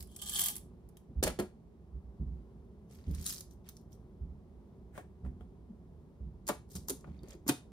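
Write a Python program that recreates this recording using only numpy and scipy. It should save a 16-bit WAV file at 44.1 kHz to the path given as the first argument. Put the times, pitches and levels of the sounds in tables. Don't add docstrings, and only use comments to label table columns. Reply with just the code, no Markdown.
import sys
import numpy as np
from scipy import signal
from scipy.fft import rfft, irfft, next_fast_len
from scipy.io import wavfile

SR = 44100
rng = np.random.default_rng(int(sys.argv[2]) if len(sys.argv) > 2 else 0)


def wav_record(signal):
    frames = np.transpose(np.atleast_2d(signal))
    bounded = np.clip(frames, -1, 1)
    quanta = np.round(bounded * 32767).astype(np.int16)
    wavfile.write(sys.argv[1], SR, quanta)


N = 340447
TIME = np.arange(N) / SR


# crest in seconds, level in dB, swell in seconds, fade in seconds.
SLIDE_SURGES = [(.15, -72, .12, .1), (.195, -64.5, 0.02, .06), (.223, -50.5, 0.0087, 0.033),
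                (.275, -51.5, .06, .09), (.385, -42.5, 0.11, 0.19)]
# crest in seconds, level in dB, swell in seconds, fade in seconds.
FALL_SURGES = [(.005, -55, .02, .06), (.435, -35, .19, .14)]
# start in seconds, level in dB, shell pitch in Hz.
BEAN_DROPS = [(0.0064, -37.5, 4440), (0.026, -40, 13900), (0.073, -54, 9950), (0.163, -37.5, 8160),
              (0.217, -33, 3250), (0.2224, -37.5, 10200), (0.2618, -38, 7510), (0.2957, -26.5, 8190),
              (0.3476, -35, 9890), (0.3883, -22, 10100), (0.3945, -22, 3120), (0.408, -23, 13300),
              (0.4154, -23.5, 10000), (0.4377, -25, 10100), (0.4596, -23, 13300), (0.4674, -28, 10100),
              (0.4848, -22, 14000), (0.5015, -31, 10500), (0.5556, -34, 10700), (0.5645, -31, 10600),
              (0.5806, -40, 10800), (0.8895, -55.5, 10100), (0.9698, -46.5, 3460)]
# frequency in Hz, gain in dB.
SLIDE_SPECTRUM = [(200, -36.5), (550, -27), (800, -11.5), (1250, -13.5), (2000, -9.5), (2700, -13),
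                  (3200, 4.5), (3900, -1), (7200, 0.5), (8150, 5.5), (8900, -3), (16000, -7.5)]
# frequency in Hz, gain in dB.
FALL_SPECTRUM = [(200, -41), (520, -19.5), (800, -5.5), (1300, -11), (2000, -4.5), (4200, -1.5), (7200, 3),
                 (8200, 7), (9000, -2.5), (10200, 7.5), (12000, 3.5), (13500, 8), (16000, -5.5)]
# frequency in Hz, level in dB, 60 dB decay in seconds.
BOWL_WALL_MODES = [(700, 1, .1), (831, 3, .11), (1210, 3, .06), (1690, 2, .04), (3100, -8, .035),
                   (3200, -5, .04), (3310, -4, .035), (3615, -5, .05), (4420, -5, .05), (8127, -6, .06),
                   (8220, -7, .05), (10055, 3, .09), (10560, -3, .06), (11230, -4, .06), (13280, -2, .06),
                   (13775, -3, .06)]


def pour(slide_db=7, stream_db=-4, drops_db=3.5, scrape_ring_db=-9, fall_ring_db=-25):
    contacts = grains(SLIDE_SURGES, per_s=650, spread_db=2.2, chatter_t60=.004)
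    sliding = amp(slide_db) * colour(contacts, SLIDE_SPECTRUM)
    stream = grains(FALL_SURGES, per_s=300, spread_db=2.5, chatter_t60=.012)
    drops = clicks(BEAN_DROPS, t60=.028, rebound=1.2)
    falling = amp(stream_db) * stream + amp(drops_db) * drops
    wall = ringing(amp(scrape_ring_db) * sliding + amp(fall_ring_db) * falling, BOWL_WALL_MODES)
    return sliding + colour(falling, FALL_SPECTRUM) + wall


# crest in seconds, level in dB, swell in seconds, fade in seconds.
STIR_SURGES = [(2.918, -64.5, 0.039, 0.17), (3.225, -54.5, 0.16, 0.22), (3.275, -40.5, 0.048, 0.18),
               (3.525, -67.5, 0.037, 0.046), (3.685, -64, 0.049, 0.046), (3.765, -74, 0.057, 0.11),
               (3.932, -64.5, 0.034, 0.041), (6.71, -57.5, 0.032, 0.2), (6.764, -46.5, 0.028, 0.026),
               (7.315, -63, 0.081, 0.039)]
# start in seconds, level in dB, shell pitch in Hz.
BEAN_SLIPS = [(3.084, -57, 9000), (3.1112, -44, 12200), (3.1482, -36, 9600), (3.222, -50, 13800),
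              (3.2605, -35, 9500), (3.2636, -21, 9660), (3.2844, -30, 9420), (3.3255, -25, 14100),
              (3.339, -48, 7100), (3.3812, -34, 5280), (3.4075, -31.5, 10700), (3.510, -52.5, 6000),
              (3.689, -32, 13500), (3.7682, -44, 5310), (3.813, -60, 12500), (3.929, -51, 5530),
              (6.7535, -36, 7100), (6.763, -33, 7900), (7.009, -50.5, 7130), (7.2325, -60, 6180),
              (7.285, -48, 6460), (7.307, -44, 7300), (7.331, -47, 6370)]
# frequency in Hz, gain in dB.
HEAP_SPECTRUM = [(200, -59), (800, -14), (1500, -8.5), (2700, -10.5), (3900, -1.5), (4800, -1), (5800, 2),
                 (7200, 1), (9500, -2.5), (10500, -1), (12000, -4), (13500, -0.5), (16000, -13)]


def heap(stir_db=-1, slips_db=4.0):
    beans = grains(STIR_SURGES, per_s=520, spread_db=4, chatter_t60=.006)
    slips = clicks(BEAN_SLIPS, t60=.022, rebound=1.1)
    return colour(amp(stir_db) * beans + amp(slips_db) * slips, HEAP_SPECTRUM)


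# crest in seconds, level in dB, swell in seconds, fade in seconds.
PALM_SURGES = [(2.925, -68.5, 0.06, 0.22), (3.19, -64.5, 0.23, 0.32), (3.69, -63.5, 0.063, 0.045)]
# frequency in Hz, gain in dB.
PALM_SPECTRUM = [(200, -10.5), (700, 1), (1300, 4.5), (2300, 8), (3500, 1), (6000, 1), (16000, -15)]


def palm():
    crunch = grains(PALM_SURGES, per_s=350, spread_db=4, chatter_t60=.008)
    return colour(crunch, PALM_SPECTRUM)


# start in seconds, thump in dB, thump pitch in Hz, ring in dB, crack in dB.
BOWL_BLOWS = [(1.2273, -26, 415, -29.5, -21.5), (1.267, -32.5, 390, -30.5, -31),
              (1.3889, -28.5, 369, -35, -36.5)]
# frequency in Hz, level in dB, 60 dB decay in seconds.
BOWL_RING = [(155, -6, .2), (208, -6, .2), (279, -4, .14), (364, 6, .16), (464, -3, .06), (562, 10, .035),
             (633, 14, .06), (756, 12, .055), (834, 12, .055), (953, 3, .04), (1300, -6, .04),
             (1680, 0, .07), (2290, -2, .04), (3600, -2, .04), (4209, 0, .08), (4426, 4, .05),
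             (5100, -1, .05)]


def bowl():
    pattern = [(0, 0), (0.0081, 2.5), (0.033, -12.5)]
    blows = []
    for s, thump, hz, ring, crack in BOWL_BLOWS:
        for late, db in pattern:
            blows.append((s + late, thump + db, hz, ring + db, crack + db))
    return knocks(blows, BOWL_RING, thump_t60=0.02, crack_t60=0.023, crack_rise_s=0.009,
                  thump_db=0.0, ring_db=-1.0, crack_db=-0.5,
                  clatter=1.1, hollow=0.44, brighten=0.44, clunk=0.77)


# start in seconds, thump in dB, thump pitch in Hz, ring in dB, crack in dB.
LID_BLOWS = [(4.978, -41, 232, -32, -49), (5.249, -52.5, 190, -46.5, -70), (5.261, -45, 240, -49, -72),
             (5.409, -54, 453, -50, -72), (6.468, -59, 433, -69.5, -40), (6.7535, -39.5, 173, -45.5, -38),
             (7.043, -56, 413, -43, -73), (7.076, -40.5, 183, -52, -78), (7.232, -39, 170, -61, -55.5),
             (7.350, -43, 360, -61, -60), (7.465, -35.5, 270, -45, -57), (6.4975, -43.5, 445, -27, -38.5),
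             (6.5055, -30.5, 442, -38.5, -39.5), (7.4875, -35, 293.1, -33, -31.5),
             (7.5015, -38, 297.4, -39, -38), (7.513, -38.5, 448, -41, -58.5),
             (7.524, -47, 320, -48.5, -50.5)]
# landing in seconds, thump in dB, thump pitch in Hz, ring in dB, crack in dB,
# time since the rim first caught in seconds, catch in dB.
LID_LANDINGS = [(6.4921, -52.5, 447, -20.5, -34, 0.014, -26), (6.9024, -31, 412, -40, -28.5, .018, -26),
                (7.4931, -24, 288.7, -22.5, -18.5, .0135, -22.5)]
# frequency in Hz, level in dB, 60 dB decay in seconds.
LID_RING = [(143, -9, .1), (210, -10, .15), (298, -2, .14), (375, -5, .12), (431, 0, .15), (591, -5, .06),
            (731, 0, .11), (853, -5, .09), (1010, 0, .035), (1150, 0, .035), (1420, -3, .045),
            (1575, -5, .04), (1730, -8, .035), (2213, -13, .03), (2832, -21, .04), (4510, -19, .025)]
# frequency in Hz, gain in dB.
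GRATE_SPECTRUM = [(200, -7), (1000, -2), (2700, -14.5), (4000, -6.5), (7000, 4), (10000, -8), (13500, 0.5),
                  (16000, -16)]


def lid(catch_db=5, catch_hz=11500, grate_db=-16, grate_swell_s=0.026, grate_fade_s=0.021,
        slip_lead=0.34, slip_body_db=-6.5, slip_crack_db=2):
    blows, catches, grating = list(LID_BLOWS), [], []
    for s, thump, hz, ring, crack, lead, catch in LID_LANDINGS:
        slip = s - lead * slip_lead
        catches.append((s - lead, catch + catch_db, catch_hz))
        grating.append((slip, catch + grate_db, grate_swell_s, grate_fade_s))
        blows.append((slip, thump + slip_body_db, hz, ring + slip_body_db, catch + slip_crack_db))
        blows.append((s, thump, hz, ring, crack))
    rim = clicks(catches, t60=.02, rebound=1.5)
    rim = rim + grains(grating, per_s=1500, spread_db=3, chatter_t60=.004)
    body = knocks(blows, LID_RING, thump_t60=.05, crack_t60=.028, crack_rise_s=.0003,
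                  thump_db=-2, ring_db=-3.5, crack_db=0,
                  clatter=.9, hollow=.3, brighten=.3, clunk=.4)
    return body + colour(rim, GRATE_SPECTRUM)


# crest in seconds, level in dB, swell in seconds, fade in seconds.
SCUFF_SURGES = [(4.975, -57, 0.06, 0.079), (5.262, -71, .035, .06), (5.412, -76, 0.02, 0.05)]
# frequency in Hz, gain in dB.
SCUFF_SPECTRUM = [(150, 1), (600, 21.5), (1100, 6), (1800, 15), (2800, 0.5), (4500, -9.5), (8500, 0),
                  (12000, -10), (16000, -4)]
# crest in seconds, level in dB, swell in seconds, fade in seconds.
RUB_SURGES = [(7.075, -72, 0.025, 0.4), (7.32, -59, 0.1, 0.047)]
# frequency in Hz, gain in dB.
RUB_SPECTRUM = [(150, 0), (500, 18.5), (1100, 2), (2400, 7.5), (3000, -1), (4500, -2.5), (7000, -8.5),
                (16000, -24)]


def lid_scuff(scuff_db=-2):
    scuff = grains(SCUFF_SURGES, per_s=3400, spread_db=2, chatter_t60=.004)
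    rub = grains(RUB_SURGES, per_s=400, spread_db=3.5, chatter_t60=.01)
    return amp(scuff_db) * colour(scuff, SCUFF_SPECTRUM) + colour(rub, RUB_SPECTRUM)


# start in seconds, level in dB, favoured pitch in Hz, spread in octaves.
HOPPER_TICKS = [(3.264, -24, 9420, .2), (3.267, -42, 4001, .06), (5.408, -63.5, 3300, 0.099),
                (6.492, -53, 3800, .5), (6.902, -25.5, 8000, 0.64), (7.044, -50, 1600, 0.5),
                (7.191, -59.5, 4300, 0.4), (7.234, -59, 4540, 0.19), (7.4945, -21, 3400, 1.17)]
# frequency in Hz, level in dB, 60 dB decay in seconds.
HOPPER_RING = [(1256, -3, .035), (1420, -2, .04), (1535, -2, .03), (2499, 1, .038), (3144, -4, .025),
               (3320, -5, .028), (3600, 0, .026), (3760, -1, .024), (4001, -17, .07), (4580, 0, .024),
               (6228, -2, .02), (7057, -1, .02), (7546, -2, .02), (9420, -2, .026), (9819, -1, .024),
               (13330, 0, .02)]


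def hopper():
    out, t = np.zeros(N), TIME[:SR // 4]
    hz, db, t60 = np.transpose(HOPPER_RING)[:, :, None]
    waves = amp(db - 60 * t / t60) * np.sin(2 * np.pi * hz * t)
    for s, level, centre_hz, octaves in HOPPER_TICKS:
        favour = np.exp(-(np.log2(hz / centre_hz) / octaves) ** 2) * rng.choice([-1, 1], hz.shape)
        add(out, s, amp(level) * peaked((favour * waves).sum(0)))
    return out


# crest in seconds, level in dB, swell in seconds, fade in seconds, hum in Hz.
HAND_PRESSES = [(5.708, -40, 0.02, 0.024, 211.7), (6.505, -44, 0.016, 0.05, 209),
                (6.909, -32.5, 0.012, 0.016, 389), (6.915, -42, .02, .05, 265),
                (7.239, -43.5, 0.0052, 0.022, 388), (7.496, -23.5, 0.013, 0.017, 297),
                (7.502, -30, 0.016, 0.028, 143)]


def presses():
    out = np.zeros(N)
    for crest, db, swell, fade, hz in HAND_PRESSES:
        out += surges([(crest, db, swell, fade)]) * np.sin(2 * np.pi * hz * (TIME - crest))
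    return out


# start in seconds, boom in dB, knock in dB.
FLOOR_THUDS = [(0.0, -41.5, -78), (1.079, -69, -50.5), (1.157, -26, -47.5), (1.931, -34, -51),
               (2.196, -27, -40.5), (3.068, -26.5, -39.5), (4.205, -31, -49), (5.232, -30.5, -45.5),
               (6.202, -32.5, -50.5), (6.737, -41.5, -46), (7.077, -41, -47)]
# frequency in Hz, gain in dB.
BOOM_SPECTRUM = [(24, -43.5), (38, -18), (52, -3), (68, -4.5), (85, -12), (120, -25), (300, -71),
                 (16000, -130)]
# frequency in Hz, gain in dB.
KNOCK_SPECTRUM = [(60, -18.5), (115, -5), (150, 2), (200, -1.5), (280, -10.5), (400, -22.5), (800, -37.5),
                  (2000, -75.5), (16000, -120)]


def thuds(boom_db=-1, knock_db=7, boom_t60=0.28, knock_t60=0.41, boom_hz=66, diffuse=0.5):
    out, t = np.zeros(N), TIME[:SR // 2]
    pattern = [(0, 0), (0.11, -9.5)]
    for s, boom, knock in FLOOR_THUDS:
        for late, db in pattern:
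            mode = np.sin(2 * np.pi * boom_hz * rng.uniform(0.84, 1.2) * t)
            mode *= amp(-60 * t / boom_t60) * (1 - np.exp(-t / 0.0052))
            rumble = peaked(colour(burst(boom_t60, 0.036), BOOM_SPECTRUM))
            boards = peaked(colour(burst(knock_t60, 0.01), KNOCK_SPECTRUM))
            add(out, s + late, amp(boom + boom_db + db) * (mode + diffuse * rumble))
            add(out, s + late, amp(knock + knock_db + db) * boards)
    return out


# frequency in Hz, gain in dB.
ROOM_SPECTRUM = [(24, -42), (37, -7.5), (62, 2.5), (95, -6), (140, -6.5), (190, -3), (310, -16.5),
                 (370, -9), (500, -21.5), (1030, -29.5), (1500, -41), (3000, -47.5), (8000, -54),
                 (15000, -58)]


def room_noise(level_db=-54.5, waver_db=1.14):
    noise = unit(colour(rng.standard_normal(N), ROOM_SPECTRUM, size=16384))
    waver = np.interp(TIME, np.linspace(0, TIME[-1], num=24), rng.standard_normal(24))
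    return amp(level_db + waver_db * waver) * noise


def bean_contact(chatter_t60, hollow=0.62):
    t = TIME[:512]
    shell = np.sin(2 * np.pi * rng.uniform(3000, 14000) * t) * amp(-60 * t / chatter_t60)
    return peaked(peaked(burst(chatter_t60, .00005, size=512)) + hollow * shell)


def grains(rows, per_s, spread_db, chatter_t60):
    flow = surges(rows)
    force = amp(spread_db * np.minimum(rng.exponential(1, N), 3.5))
    force = force * (rng.random(N) < per_s / SR) * (flow > 0)
    kinds = np.array([bean_contact(chatter_t60) for _ in range(64)])
    kind = rng.integers(0, len(kinds), N)
    at = np.flatnonzero(force)
    places = at[:, None] + np.arange(kinds.shape[1])
    struck = force[at, None] * kinds[kind[at]]
    rattle = np.bincount(places.ravel(), struck.ravel(), N)[:N]
    return rattle / rattle[flow > 0].std() * flow


def surges(rows, drop_db=35.5, curve=2.04):
    gain = np.zeros(N)
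    for crest, db, swell, fade in rows:
        away = np.maximum((crest - TIME) / swell, (TIME - crest) / fade)
        near = away < 2
        gain[near] += amp(db - drop_db * away[near] ** curve)
    return gain


def clicks(rows, t60, rebound, shell_db=-2, shell_t60=.026, shell_octaves=.2):
    out, t = np.zeros(N), TIME[:4096]
    for s, db, hz in rows:
        modes = hz * 2 ** (shell_octaves * rng.uniform(-0.69, 1, (4, 1)))
        shell = unit(np.sin(2 * np.pi * modes * t).sum(0) * amp(-60 * t / shell_t60))
        tick = unit(burst(0.0018, .0001, size=4096))
        chatter = unit(burst(t60, 0.0016, size=4096))
        add(out, s, amp(db) * peaked(tick + rebound * (chatter + amp(shell_db) * shell)))
    return out


def ringing(x, modes, place_db=4.0, places_per_s=70):
    out, moments = np.zeros(N), np.arange(0, N / SR, 1 / places_per_s)
    for hz, db, t60 in modes:
        wander = np.interp(TIME, moments, rng.standard_normal(len(moments)))
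        place = unit(amp(place_db * wander))
        r, angle = amp(-60 / (t60 * SR)), 2 * np.pi * hz / SR
        poles = [1, -2 * r * np.cos(angle), r * r]
        sung = signal.lfilter([0, np.sin(angle)], poles, x * place + 1e-20)
        out += amp(db) * np.sqrt(1 - r * r) * sung
    return out


# frequency in Hz, gain in dB.
CLUNK_SPECTRUM = [(60, -13), (140, -1.5), (280, 0), (370, -1.5), (460, -2), (600, -6.5), (850, -15),
                  (1300, -21.5), (4000, -46)]
# frequency in Hz, gain in dB before brightening.
CLATTER_SPECTRUM = [(200, -14.5), (500, -8), (1100, -11), (1700, -11), (3000, -13), (8000, -32.5)]
# frequency in Hz, gain in dB.
CRACK_SPECTRUM = [(100, -15), (500, -2.5), (1400, -19), (2200, -10), (4200, 1), (6000, 4), (8500, 4.5),
                  (10500, 4.5), (12000, -2), (13300, 5), (15000, -10), (16000, -12.5)]


def knocks(rows, modes, thump_t60, crack_t60, crack_rise_s, thump_db, ring_db, crack_db,
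           clatter, hollow, brighten, clunk):
    out, t = np.zeros(N), TIME[:SR // 3]
    hz, db, t60 = np.transpose(modes)[:, :, None]
    low = hz[:, 0] < 490
    for s, thump, thump_hz, ring, crack in rows:
        place = rng.choice([-1, 1], hz.shape) * amp(2.5 * rng.standard_normal(hz.shape))
        waves = place * amp(db - 60 * t / t60) * np.sin(2 * np.pi * hz * t)
        db_per_octave = np.clip(brighten * (crack - ring), -6, 6)
        bright_waves = waves * amp(db_per_octave * np.log2(hz))

        support = peaked(colour(burst(0.13, 0.0015, size=len(t)), CLUNK_SPECTRUM))
        body = np.sin(2 * np.pi * thump_hz * t) * amp(-60 * t / thump_t60)
        body = body + hollow * peaked(waves[low].sum(0)) + clunk * support

        bright_clatter = [(f, level + db_per_octave * np.log2(f)) for f, level in CLATTER_SPECTRUM]
        rattle = colour(burst(0.077, 0.00021, size=len(t)), bright_clatter)
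        wall = peaked(bright_waves[~low].sum(0)) + clatter * peaked(rattle)

        contact = peaked(colour(burst(crack_t60, crack_rise_s, size=len(t)), CRACK_SPECTRUM))
        blow = amp(thump + thump_db) * body + amp(ring + ring_db) * wall
        add(out, s, blow + amp(crack + crack_db) * contact)
    return out


def burst(t60, rise, size=SR // 2):
    t = TIME[:size]
    return rng.standard_normal(size) * amp(-60 * t / t60) * (1 - np.exp(-t / rise))


def colour(x, points, size=4096):
    log_gain = np.log(amp(read(points, abs(np.fft.fftfreq(size, 1 / SR)))))
    taps = np.fft.ifft(np.exp(np.conj(signal.hilbert(log_gain)))).real
    return signal.oaconvolve(x, taps)[:len(x)]


def read(points, hz):
    f, value = np.transpose(points)
    return np.interp(np.log(hz + 1), np.log(f + 1), value)


def add(mix, s, sound):
    part = mix[max(round(s * SR), 0):][:len(sound)]
    part += sound[:len(part)]


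def amp(db):
    return 10 ** (np.asarray(db) / 20)


def unit(x):
    return x / np.sqrt(np.mean(x ** 2) + 1e-20)


def peaked(x):
    return x / (abs(x).max() + 1e-20)


# frequency in Hz, 60 dB decay in seconds.
KITCHEN_DECAY = [(100, .28), (400, .13), (1500, .25), (5000, .255), (10000, .225), (16000, .14)]


def kitchen(x, near_db=-12, tail_db=-11):
    hz, t, z = signal.stft(rng.standard_normal(SR // 2), SR, nperseg=256)
    fading = z * amp(-60 * t / read(KITCHEN_DECAY, hz)[:, None])
    tail = signal.istft(fading, SR, nperseg=256)[1][:SR // 2]
    tail *= 1 - np.exp(-TIME[:len(tail)] / 0.0072)
    near = burst(0.059, 0.0011)
    response = amp(near_db) * near / np.linalg.norm(near) + amp(tail_db) * tail / np.linalg.norm(tail)
    return x + signal.oaconvolve(x, response)[:N]


# frequency in Hz, lead of the left in radians.
PORT_LEAD = [(0, 0), (60, .05), (200, .17), (900, .7), (2100, 1.8), (3300, 5.4), (5500, 7), (8000, 10.4),
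             (10000, 12.6), (12000, 15.7), (13400, 18.8), (15000, 21)]
# frequency in Hz, likeness from 0 to 1.
PORT_SHARED = [(60, 1), (150, .96), (300, .85), (640, .68), (1400, .6), (3000, .3), (7000, .35),
               (10000, .7), (12000, .85), (16000, .8)]
# frequency in Hz, left minus right in dB.
PORT_LEAN = [(60, -4.2), (150, -.5), (300, -.5), (600, 2.5), (1100, 2), (2200, 0), (16000, 0)]


def ports(front, scattered):
    padded = next_fast_len(N, real=True)
    hz = np.fft.rfftfreq(padded, 1 / SR)
    like = np.clip(read(PORT_SHARED, hz), 0, 1)
    lean = amp(read(PORT_LEAN, hz) / 2)
    left = rfft(front, padded)
    right = like * left + np.sqrt(1 - like ** 2) * rfft(scattered, padded)
    right = right * np.exp(-1j * np.interp(hz, *np.transpose(PORT_LEAD)))
    return irfft([left * lean, right / lean], padded)[:, :N]


def one_path():
    counter = pour() + heap() + palm() + bowl() + lid_scuff() + lid() + hopper()
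    return kitchen(counter) + room_noise()


def scene():
    return ports(one_path() + thuds() + kitchen(presses()), one_path())


def record(dry, low_cut_hz=37, edge_hz=15900):
    low_cut = signal.butter(4, low_cut_hz, "high", fs=SR, output="sos")
    dry = signal.sosfilt(low_cut, dry)
    band_limit = signal.firwin(401, edge_hz, window=("kaiser", 8), fs=SR)
    return signal.oaconvolve(dry, band_limit[None], "same")


dry = scene()
out = record(dry)
wav_record(out)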